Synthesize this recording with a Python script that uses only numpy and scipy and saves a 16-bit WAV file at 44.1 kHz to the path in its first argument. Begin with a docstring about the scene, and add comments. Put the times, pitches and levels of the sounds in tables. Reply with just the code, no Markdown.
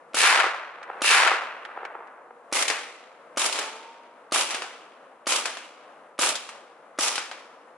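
"""Eight shots from a suppressed carbine in a snowy yard ringed by firs, a few metres from a microphone pair.
Each is a hammer tick, a muffled blast and a clack of the action: shaped pulses and short noise bursts.
Yard and trees throw it back as a hiss of scattered grains; the first two bullets are supersonic,
and their crack rolls back from trunk after trunk. The slower ones smack into the woods with a slap,
a knock and a snap; two tumble away as gliding whines. Dry ticks, low thumps and a far-off rush fill in."""
import sys
import numpy as np
from scipy import signal
from scipy.fft import rfft, irfft, next_fast_len
from scipy.io import wavfile
from scipy.ndimage import uniform_filter1d

SR = 44100
rng = np.random.default_rng(int(sys.argv[2]) if len(sys.argv) > 2 else 0)


def waveform_to_disk(signal):
    """Save audio, clipped to [-1, 1], as 16-bit WAV at the path in sys.argv[1]."""
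    frames = np.transpose(np.atleast_2d(signal))
    scaled = np.clip(frames, -1, 1) * 32767
    samples = np.round(scaled).astype(np.int16)
    wavfile.write(sys.argv[1], SR, samples)


N = 342657  # length in samples
EDGE_HZ = 11150  # top of the heard band


def amp(db):
    """Decibels to a linear factor."""
    return 10 ** (np.asarray(db) / 20)


def evened(x):
    """Scales a signal to unit RMS."""
    return x / np.sqrt(np.mean(x ** 2) + 1e-20)


def seconds(length):
    """Sample times over a length in seconds."""
    return np.arange(int(length * SR)) / SR


def read(points, hz):
    """A spectrum joined by straight lines on a log-frequency axis."""
    f, value = np.transpose(points)
    return np.interp(np.log(hz + 1), np.log(f + 1), value)


def add(mix, s, sound):
    """Lays a mono or stereo sound into the mix at time s."""
    part = mix[:, max(round(s * SR), 0):][:, :sound.shape[-1]]
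    part += sound[..., :part.shape[1]]


def colour(x, points, size=4096):
    """Causal filter with the given spectrum shape and unit energy below the band edge."""
    log_gain = np.log(amp(read(points, abs(np.fft.fftfreq(size, 1 / SR)))))
    minimum_phase = np.exp(np.conj(signal.hilbert(log_gain)))
    taps = np.fft.ifft(minimum_phase).real[:size // 2]
    heard = abs(rfft(taps, size)[:int(size * EDGE_HZ / SR)]) ** 2
    taps = taps / np.sqrt(2 * heard.sum() / size)
    return signal.fftconvolve(np.atleast_2d(x), taps[None], axes=1)


def emphasise(x, hz, db, octaves=0.21):
    """Lifts one broad resonance, which rings on after what excites it."""
    size = next_fast_len(x.shape[1])
    distance = np.log2((abs(np.fft.fftfreq(size, 1 / SR)) + 1) / hz) / octaves
    log_gain = np.log(amp(db * np.exp(-distance ** 2)))
    response = np.exp(np.conj(signal.hilbert(log_gain)))
    return irfft(rfft(x, size) * response[:size // 2 + 1], size)


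def pair(x, same, left_db, left_lead_s=0):
    """Blends two signals into a microphone pair whose likeness follows a table over frequency."""
    size = next_fast_len(x.shape[1])
    a, b = rfft(x, size)
    hz = np.fft.rfftfreq(size, 1 / SR)
    likeness = np.clip(read(same, hz), -1, 1)
    mid = np.sqrt((1 + likeness) / 2) * a
    side = np.sqrt((1 - likeness) / 2) * b
    bearing = amp(left_db / 2) * np.exp(1j * np.pi * hz * left_lead_s)
    return irfft(np.array([(mid + side) * bearing, (mid - side) / bearing]), size)[:, :x.shape[1]]


def burst(t60):
    """Two unrelated dying puffs of noise, each of unit energy."""
    t = seconds(.12)
    x = rng.standard_normal((2, len(t))) * amp(-60 * t / t60)
    return x / np.linalg.norm(x, axis=1, keepdims=True)


def scatter(strength, grain_db, clump_db, loss_db, loss_power, shade=lambda hz, delay: 0,
            pop_share=0, pops_per_s=700, size=256):
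    """Echoes of countless branches, in clumps; shade colours them by delay, and long paths lose treble."""
    t = seconds(1.7)
    grain_level = amp(grain_db * np.minimum(rng.exponential(1, len(t)), 4))
    grains = evened(rng.standard_normal((2, len(t))) * grain_level)
    # thick boughs answer one by one
    signs = np.sign(rng.standard_normal((2, len(t))))
    pops = evened(signs * (rng.random(len(t)) < pops_per_s / SR))
    share = np.clip(pop_share, 0, 1)
    knots = np.arange(0, t[-1], .003)
    clumps = amp(clump_db * np.interp(t, knots, np.clip(rng.standard_normal(len(knots)), -2, 2)))
    echoes = evened((np.sqrt(1 - share) * grains + np.sqrt(share) * pops) * clumps)
    echoes = echoes * strength(t) * np.minimum((t[-1] - t) * 2, 1)  # fades out over the last half second
    hz, delay, z = signal.stft(echoes, SR, nperseg=size)
    khz = hz[:, None] / 1000
    gain_db = shade(hz[:, None], delay) - loss_db * khz ** loss_power * delay
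    return signal.istft(z * amp(gain_db), SR, nperseg=size)[1]


def stand(delay, near_s, far_s, db, rise_db, fall_db):
    """Echo of a stand of trees: full from near to far edge, falling by dB per doubling of delay outside."""
    doublings = np.log2(delay + 1e-4)
    before = np.maximum(np.log2(near_s) - doublings, 0)
    beyond = np.maximum(doublings - np.log2(far_s), 0)
    return amp(db - rise_db * before - fall_db * beyond)


# The far-off rush as it reaches the microphones. Each row: frequency in Hz, relative level in dB per Hz.
RUSH_TONE = [(25, -46), (100, -37), (150, -22.5), (250, -7.5), (400, -6), (520, 2.5), (800, -1),
             (1200, -1.5), (1700, -8.5), (2400, -17.5), (3400, -26.5), (5000, -33), (11000, -31.5)]
# Faint far-off hums. Each row: centre in Hz, width in Hz, level in dB before it swells.
HUMS = [(480.5, 19, -64), (159, 11, -84)]
RUSH_DB = -52  # before it swells


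def air(hum_swell_db=3, swell_db=-1.73):
    """A far-off rush over the snow (coloured noise), with faint hums (narrow noise) that come and go."""
    rush = evened(colour(rng.standard_normal((2, N)), RUSH_TONE)[:, :N])
    slow_noise = rng.standard_normal((1 + len(HUMS), N))
    swell, *hum_swells = (evened(uniform_filter1d(x, size=14000, mode="wrap")) for x in slow_noise)
    out = pair(amp(RUSH_DB + swell_db * swell) * rush, FOREST_SAME, left_db=2.5, left_lead_s=4e-5)
    for (hz, width_hz, db), hum_swell in zip(HUMS, hum_swells):
        band = np.exp(-((np.fft.rfftfreq(N, 1 / SR) - hz) / width_hz) ** 2)
        hum = evened(irfft(rfft(rng.standard_normal(N)) * band, N))
        out = out + amp(db + hum_swell_db * hum_swell) * hum
    return out


# The low push at the microphones. Each row: frequency in Hz, relative level in dB per Hz.
THUMP_TONE = [(25, -8), (60, -1), (95, 3), (200, 4), (500, -38), (11000, -73.5)]


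def thumps(push_db=-33.0, shut_db=-37, strike_db=-42, rumble_db=-70, t60=.4):
    """A low push with each blast, bolt closing and bullet strike; a dying rumble follows each blast."""
    out, t = np.zeros((2, N)), seconds(.4)
    push = colour(np.ones(1), THUMP_TONE)
    for s, _, shut_s, *_ in SHOTS:
        add(out, s, amp(push_db) * push)
        add(out, s + shut_s, amp(shut_db) * push)
        rumble = rng.standard_normal(len(t)) * amp(rumble_db - 60 * t / t60)
        add(out, s, colour(rumble, THUMP_TONE))
    for s, knock_db, *_ in IMPACTS:
        add(out, s, amp(strike_db + knock_db) * push)
    return out


# Small dry ticks, perhaps spent cases landing.
# Each row: start in seconds, level in dB before a common 3.5 dB cut, pitch of the ring in Hz.
TICKS = [(.830, -15.5, 6000), (1.651, -10.5, 2380), (1.851, -9.5, 1700), (2.072, -30.5, 7040)]


def ticks(ring_db=6):
    """Brief dry ticks between the first three shots: noise bursts lifted around one pitch."""
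    out = np.zeros((2, N))
    for s, db, hz in TICKS:
        tick = colour(burst(t60=0.043), [(100, -36), (800, 9.5), (1800, 14), (4000, 0), (11000, -17)])
        add(out, s, amp(db - 3.5) * emphasise(tick, hz, ring_db, octaves=1.0))
    return pair(out, FOREST_SAME, left_db=-1.0)


# Bullets tumbling away. Each row: start in seconds, length in seconds, starting pitch in Hz,
# level in dB before the fade and flutter.
WHINES = [(3.557, 0.72, 834, -40), (4.499, 0.224, 710, -46)]
WHINE_ATTACK_S, WHINE_FADE_DB_PER_S = 0.05, 27.5
WHINE_RISE, WHINE_SETTLE_S = 0.18, 0.41  # the pitch climbs towards this share more, fast at first


def whines(waver=0.00098, flutter_db=1.3, lower_db=-3, lower_fade_db_per_s=22):
    """A tumbling bullet chops the air twice a turn, rising as it fades; the octave below dies sooner."""
    out = np.zeros((2, N))
    for s, length, hz, db in WHINES:
        t = seconds(length)
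        slow_noise = rng.standard_normal((2, N))
        drift, flutter = (evened(uniform_filter1d(x, size=900))[:len(t)] for x in slow_noise)
        rise = WHINE_RISE * (1 - np.exp(-t / WHINE_SETTLE_S))
        phase = 2 * np.pi * np.cumsum(hz * (1 + rise + waver * drift)) / SR
        ends = np.minimum(np.minimum(t, length - t) / WHINE_ATTACK_S, 1)
        level = ends * amp(db - WHINE_FADE_DB_PER_S * t + flutter_db * flutter)
        turn = amp(lower_db - lower_fade_db_per_s * t) * np.sin(phase / 2)  # once a turn
        add(out, s, level * (np.sin(phase) + turn))
    return out


# Slow bullets striking wood and frozen ground. Each row: start in seconds, relative knock level in dB,
# relative splinter level in dB, pitch of the struck thing in Hz.
IMPACTS = [(2.569, 0.5, -7.5, 1300), (2.681, 3.5, 5.5, 2550), (2.701, 5.5, 0, 1940), (2.712, 1, -9.5, 1690),
           (3.418, 3, -1.5, 2210), (3.526, -14, 1, 2820), (3.557, -7.5, -7, 1300), (3.589, 2, -0.5, 450),
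           (4.36, 6, -8, 1300), (4.507, -3, -3, 2420), (4.546, 0, -2.5, 465), (4.621, -3, -11.5, 1270),
           (5.322, 2, 5.5, 2800), (5.456, 0, 1, 1400), (5.571, -8.5, -15.5, 2800), (6.233, 5, -10, 2820),
           (6.354, -19, -1, 3470), (6.491, -10, -15.5, 1000), (7.156, -8, 0.5, 3400), (7.18, 2, -3.5, 1270),
           (7.314, -5.5, -18, 750)]
# A dull knock, also heard in the gas jet and bolt. Each row: frequency in Hz, relative level in dB per Hz.
KNOCK_TONE = [(30, -35.5), (140, -26), (300, -2), (900, 5.5), (1400, 5.5), (2800, 2.5), (5000, -3),
              (11000, -29.5)]


def impacts(echo_db=-41, echo_at_s=0.085, wetter_db=3, echo_t60=0.53, ring_db=4.0,
            slap_db=-6.0, thud_db=-6.5, snap_db=-2):
    """Slap, dull knock and splintering snap; echoes gain wetter_db per doubling of time since the shot."""
    out, t = np.zeros((2, N)), seconds(0.4)
    slap = amp(slap_db) * colour(np.ones(1), KNOCK_TONE) * [[1], [0]]
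    echo_tone = [(200, -9.5), (1800, 1), (4000, -4.5), (11000, -9)]
    for s, knock_db, splinter_db, hz in IMPACTS:
        flight_s = min(s - fired for fired, *_ in SHOTS if fired < s)
        echoes = amp(echo_db + wetter_db * np.log2(flight_s / echo_at_s) - 60 * t / echo_t60)
        strike = np.zeros((2, len(t)))
        add(strike, 0, amp(knock_db) * slap)
        thud = (knock_db + thud_db, burst(t60=0.048), KNOCK_TONE)
        snap = (splinter_db + snap_db, burst(t60=0.075), CLACK_TONE)
        for db, puff, tone in (thud, snap):
            tail = colour(rng.standard_normal((2, len(t))) * echoes, echo_tone)
            add(strike, 0, amp(db) * colour(puff, tone))
            add(strike, 0, amp(db) * colour(tail, tone))
        add(out, s, emphasise(strike, hz, ring_db, octaves=0.35))
    return pair(out, FOREST_SAME, left_db=1.5, left_lead_s=3.5e-5)


def forest_strength(delay):
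    """The crack swells through the woods behind the yard, then returns again from a distant stand."""
    woods = stand(delay, near_s=0.13, far_s=.27, db=-11.5, rise_db=6, fall_db=15.0)
    distant = stand(delay, near_s=0.79, far_s=0.98, db=-21.0, rise_db=27, fall_db=11)
    return np.hypot(woods, distant)


def forest_shade(hz, delay, thin_db=13.0, thin_s=0.1, thin_hz=1600, pitch_hz=3300, halving_s=0.15,
                 pitch_db=5, octaves=0.93, fade_s=0.083):
    """Near twigs return little bass; the shock wave lengthens with travel, so its echo sinks in pitch."""
    twigs_db = thin_db / (1 + (delay / thin_s) ** 4) / (1 + (hz / thin_hz) ** 4)
    distance = np.log2((hz + 1) * (1 + delay / halving_s) / pitch_hz) / octaves
    return pitch_db * np.exp(-distance ** 2 - delay / fade_s) - twigs_db


# Supersonic bullets. Each row: start in seconds, relative level of the long forest echo in dB.
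CRACKS = [(.1440, 1.7), (1.0184, 2)]
# Big trunks that return a crack as a separate pop. Each row: delay in seconds,
# pop level in dB after the first shot, the same after the second, both before the bounce off the snow.
TRUNKS = [(0.026, -4, -1.5), (.0854, -2.5, -3), (.095, 1.5, -1.5), (.245, -2, -1), (0.2966, 3, 4.5),
          (0.3206, -0.5, -6), (.756, -7, -9), (.813, -19, -9.5), (0.8338, -18, -12.5), (.934, -18, -10.5),
          (.989, -24, -18), (1.29, -14, -19)]
# The woods' long echo. Each row: frequency in Hz, relative level in dB per Hz.
FOREST_TONE = [(25, -56), (140, -50.5), (200, -50.5), (320, -21.5), (700, -5), (1350, 3), (2500, 0.5),
               (3200, -3.5), (6000, -6.5), (11000, -4.5)]
# A pop off a trunk. Each row: frequency in Hz, relative level in dB per Hz, before it is sharpened.
TRUNK_TONE = [(30, -71), (170, -34), (330, 8), (750, 18.5), (1400, 14), (2600, -4), (5000, -36),
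              (11000, -45.5)]
# How alike the two microphones hear the woods. Each row: frequency in Hz, correlation from -1 to 1.
FOREST_SAME = [(100, 1), (600, 0.96), (1400, 0.65), (2600, 0.69), (4500, 0.093), (11000, 0.22)]


def cracks(ground_s=.0023, ground_db=-3, sharp_hz=2300, sharp_db=16, sharp_s=0.08):
    """The shock wave sweeps the same trees on both shots, so its long echo repeats."""
    echoes = scatter(forest_strength, grain_db=2.2, clump_db=2.0, loss_db=17.5, loss_power=0.75,
                     shade=forest_shade, pop_share=0.38)
    forest = colour(echoes, FOREST_TONE)
    pulse, out = colour(np.ones(1), TRUNK_TONE) * [[1], [0]], np.zeros((2, N))
    for shot, (s, db) in enumerate(CRACKS):
        add(out, s, amp(db) * forest)
        for delay, *trunk_db in TRUNKS:  # a clean pop, sharper from near trunks, and its bounce off the snow
            pop = emphasise(pulse, sharp_hz, sharp_db * np.exp(-delay / sharp_s), octaves=0.95)
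            pop = amp(trunk_db[shot]) * pop / np.linalg.norm(pop)
            add(out, s + delay, pop)
            add(out, s + delay + ground_s, amp(ground_db) * pop)
    return pair(out, FOREST_SAME, left_db=0.54, left_lead_s=3.5e-5)


def yard_strength(delay, snow_s=0.0059, snow_db=-25.0, first_tree_s=.02):
    """Only open snow answers until the first trees; their echo holds, then thins with distance."""
    trees = stand(delay, near_s=0.025, far_s=0.099, db=-20.0, rise_db=8.5, fall_db=10.0)
    return np.where(delay < first_tree_s, amp(snow_db) * (delay > snow_s), trees)


def yard_shade(hz, delay, tilt_db=2.5, flat_below_hz=500, pivot_hz=2000):
    """Needles and twigs throw back more treble than bass, by tilt_db an octave."""
    return tilt_db * np.log2(np.maximum(hz, flat_below_hz) / pivot_hz)


# The yard's hiss. Each row: frequency in Hz, relative level in dB per Hz.
YARD_TONE = [(25, -42.5), (130, -34), (250, -2.5), (600, 8), (1300, 8), (1750, 1), (2400, 5.5), (3300, 3.5),
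             (4300, 0), (7500, 0), (11000, -2.5)]
# How alike the two microphones hear the yard. Each row: frequency in Hz, correlation from -1 to 1.
YARD_SAME = [(100, 0.91), (400, 0.97), (900, 0.81), (2000, 0.66), (4500, 0.089), (11000, -0.88)]


def yard(near_s=0.15, far_s=0.21):
    """The hiss of each blast returns from the near trees first, then from deeper in the woods."""
    out = np.zeros((2, N))
    for s, _, _, near_db, far_db, peak_hz, peak_db in SHOTS:
        echoes = scatter(yard_strength, grain_db=1.7, clump_db=2.0, loss_db=11.0, loss_power=0.75,
                         shade=yard_shade)
        delay = np.arange(echoes.shape[1]) / SR
        depth_db = np.interp(delay, [near_s, far_s], [near_db, far_db])
        add(out, s, emphasise(echoes * amp(depth_db), peak_hz, peak_db))
    return pair(colour(out, YARD_TONE)[:, :N], YARD_SAME, left_db=0.15, left_lead_s=2e-5)


# The shots, a few metres off. 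Each row: start in seconds, relative blast level in dB,
# seconds until the bolt shuts, relative yard echo in dB, relative deep-woods echo in dB,
# peak of the hiss in Hz, lift at that peak in dB.
SHOTS = [(.1440, -2, 0.071, -6.5, -1.5, 2580, -0.5), (1.018, 0.5, .094, -10, -2.5, 2700, 14.5),
         (2.525, 0, 0.1, -3.5, 2.5, 1970, 5), (3.3718, 0.5, 0.09, -3.5, 6, 7500, 0.5),
         (4.3211, 1.5, .089, -3, 3, 2900, 2.5), (5.2688, 0.5, .092, -3.5, 1, 2800, 1.5),
         (6.1899, 2.5, 0.1, -2.5, -4.5, 7970, 1), (6.9875, 2.5, 0.094, -4, -2.5, 5500, 4.5)]
# The muffled blast. Each row: frequency in Hz, relative level in dB per Hz.
BLAST_TONE = [(25, -41.5), (140, -16.5), (290, 2.5), (700, 4), (1000, -9.5), (1250, 11), (1700, -15.5),
              (4000, -43), (11000, -15.5)]
# The clack of the action, also the snap of wood. Each row: frequency in Hz, relative level in dB per Hz.
CLACK_TONE = [(30, -46), (300, -28.5), (900, -6.5), (2500, 0), (4500, 2), (7500, 0), (11000, -5)]


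def carbine(ground_s=0.00346, ground_db=-3, clack_s=0.0028, clack_db=-3, hammer_s=0.0096, hammer_db=-23,
            blast_gain_db=-4, jet_db=-9, shut_db=2.5, shut_knock_db=-10):
    """The hammer falls, the blast leaves the suppressor and bounces off the snow, the bolt slams shut."""
    out = np.zeros((2, N))
    blast = amp(blast_gain_db) * colour(np.ones(1), BLAST_TONE)
    hammer_tone = [(100, -26.5), (700, -4), (2200, 0.0), (5000, -8.0), (11000, -25)]
    for s, blast_db, shut_s, *_ in SHOTS:
        add(out, s - hammer_s, amp(hammer_db) * colour(burst(t60=0.041)[0], hammer_tone))
        add(out, s, amp(blast_db) * blast)
        add(out, s + ground_s, amp(blast_db + ground_db) * blast)
        add(out, s, amp(blast_db + jet_db) * colour(burst(t60=0.028)[0], KNOCK_TONE))  # gas jet
        add(out, s + clack_s, amp(clack_db) * colour(burst(t60=0.011)[0], CLACK_TONE))  # bolt flies back
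        add(out, s + shut_s, amp(shut_db) * colour(burst(t60=.04), CLACK_TONE))
        add(out, s + shut_s, amp(shut_knock_db) * colour(burst(t60=0.022)[0], KNOCK_TONE))
    return out


def scene():
    """All layers at the microphones, from the background to the carbine."""
    return air() + thumps() + ticks() + whines() + impacts() + cracks() + yard() + carbine()


def record(dry, knee=.62):
    """The highest peaks are rounded off; then the band limit."""
    over = np.maximum(abs(dry) - knee, 0)
    soft = dry - np.sign(dry) * (over - .12 * np.tanh(over / .12))
    low_pass = signal.firwin(401, EDGE_HZ, window=("kaiser", 8), fs=SR)
    return signal.oaconvolve(soft, low_pass[None], "same")


dry = scene()
out = record(dry)
waveform_to_disk(out)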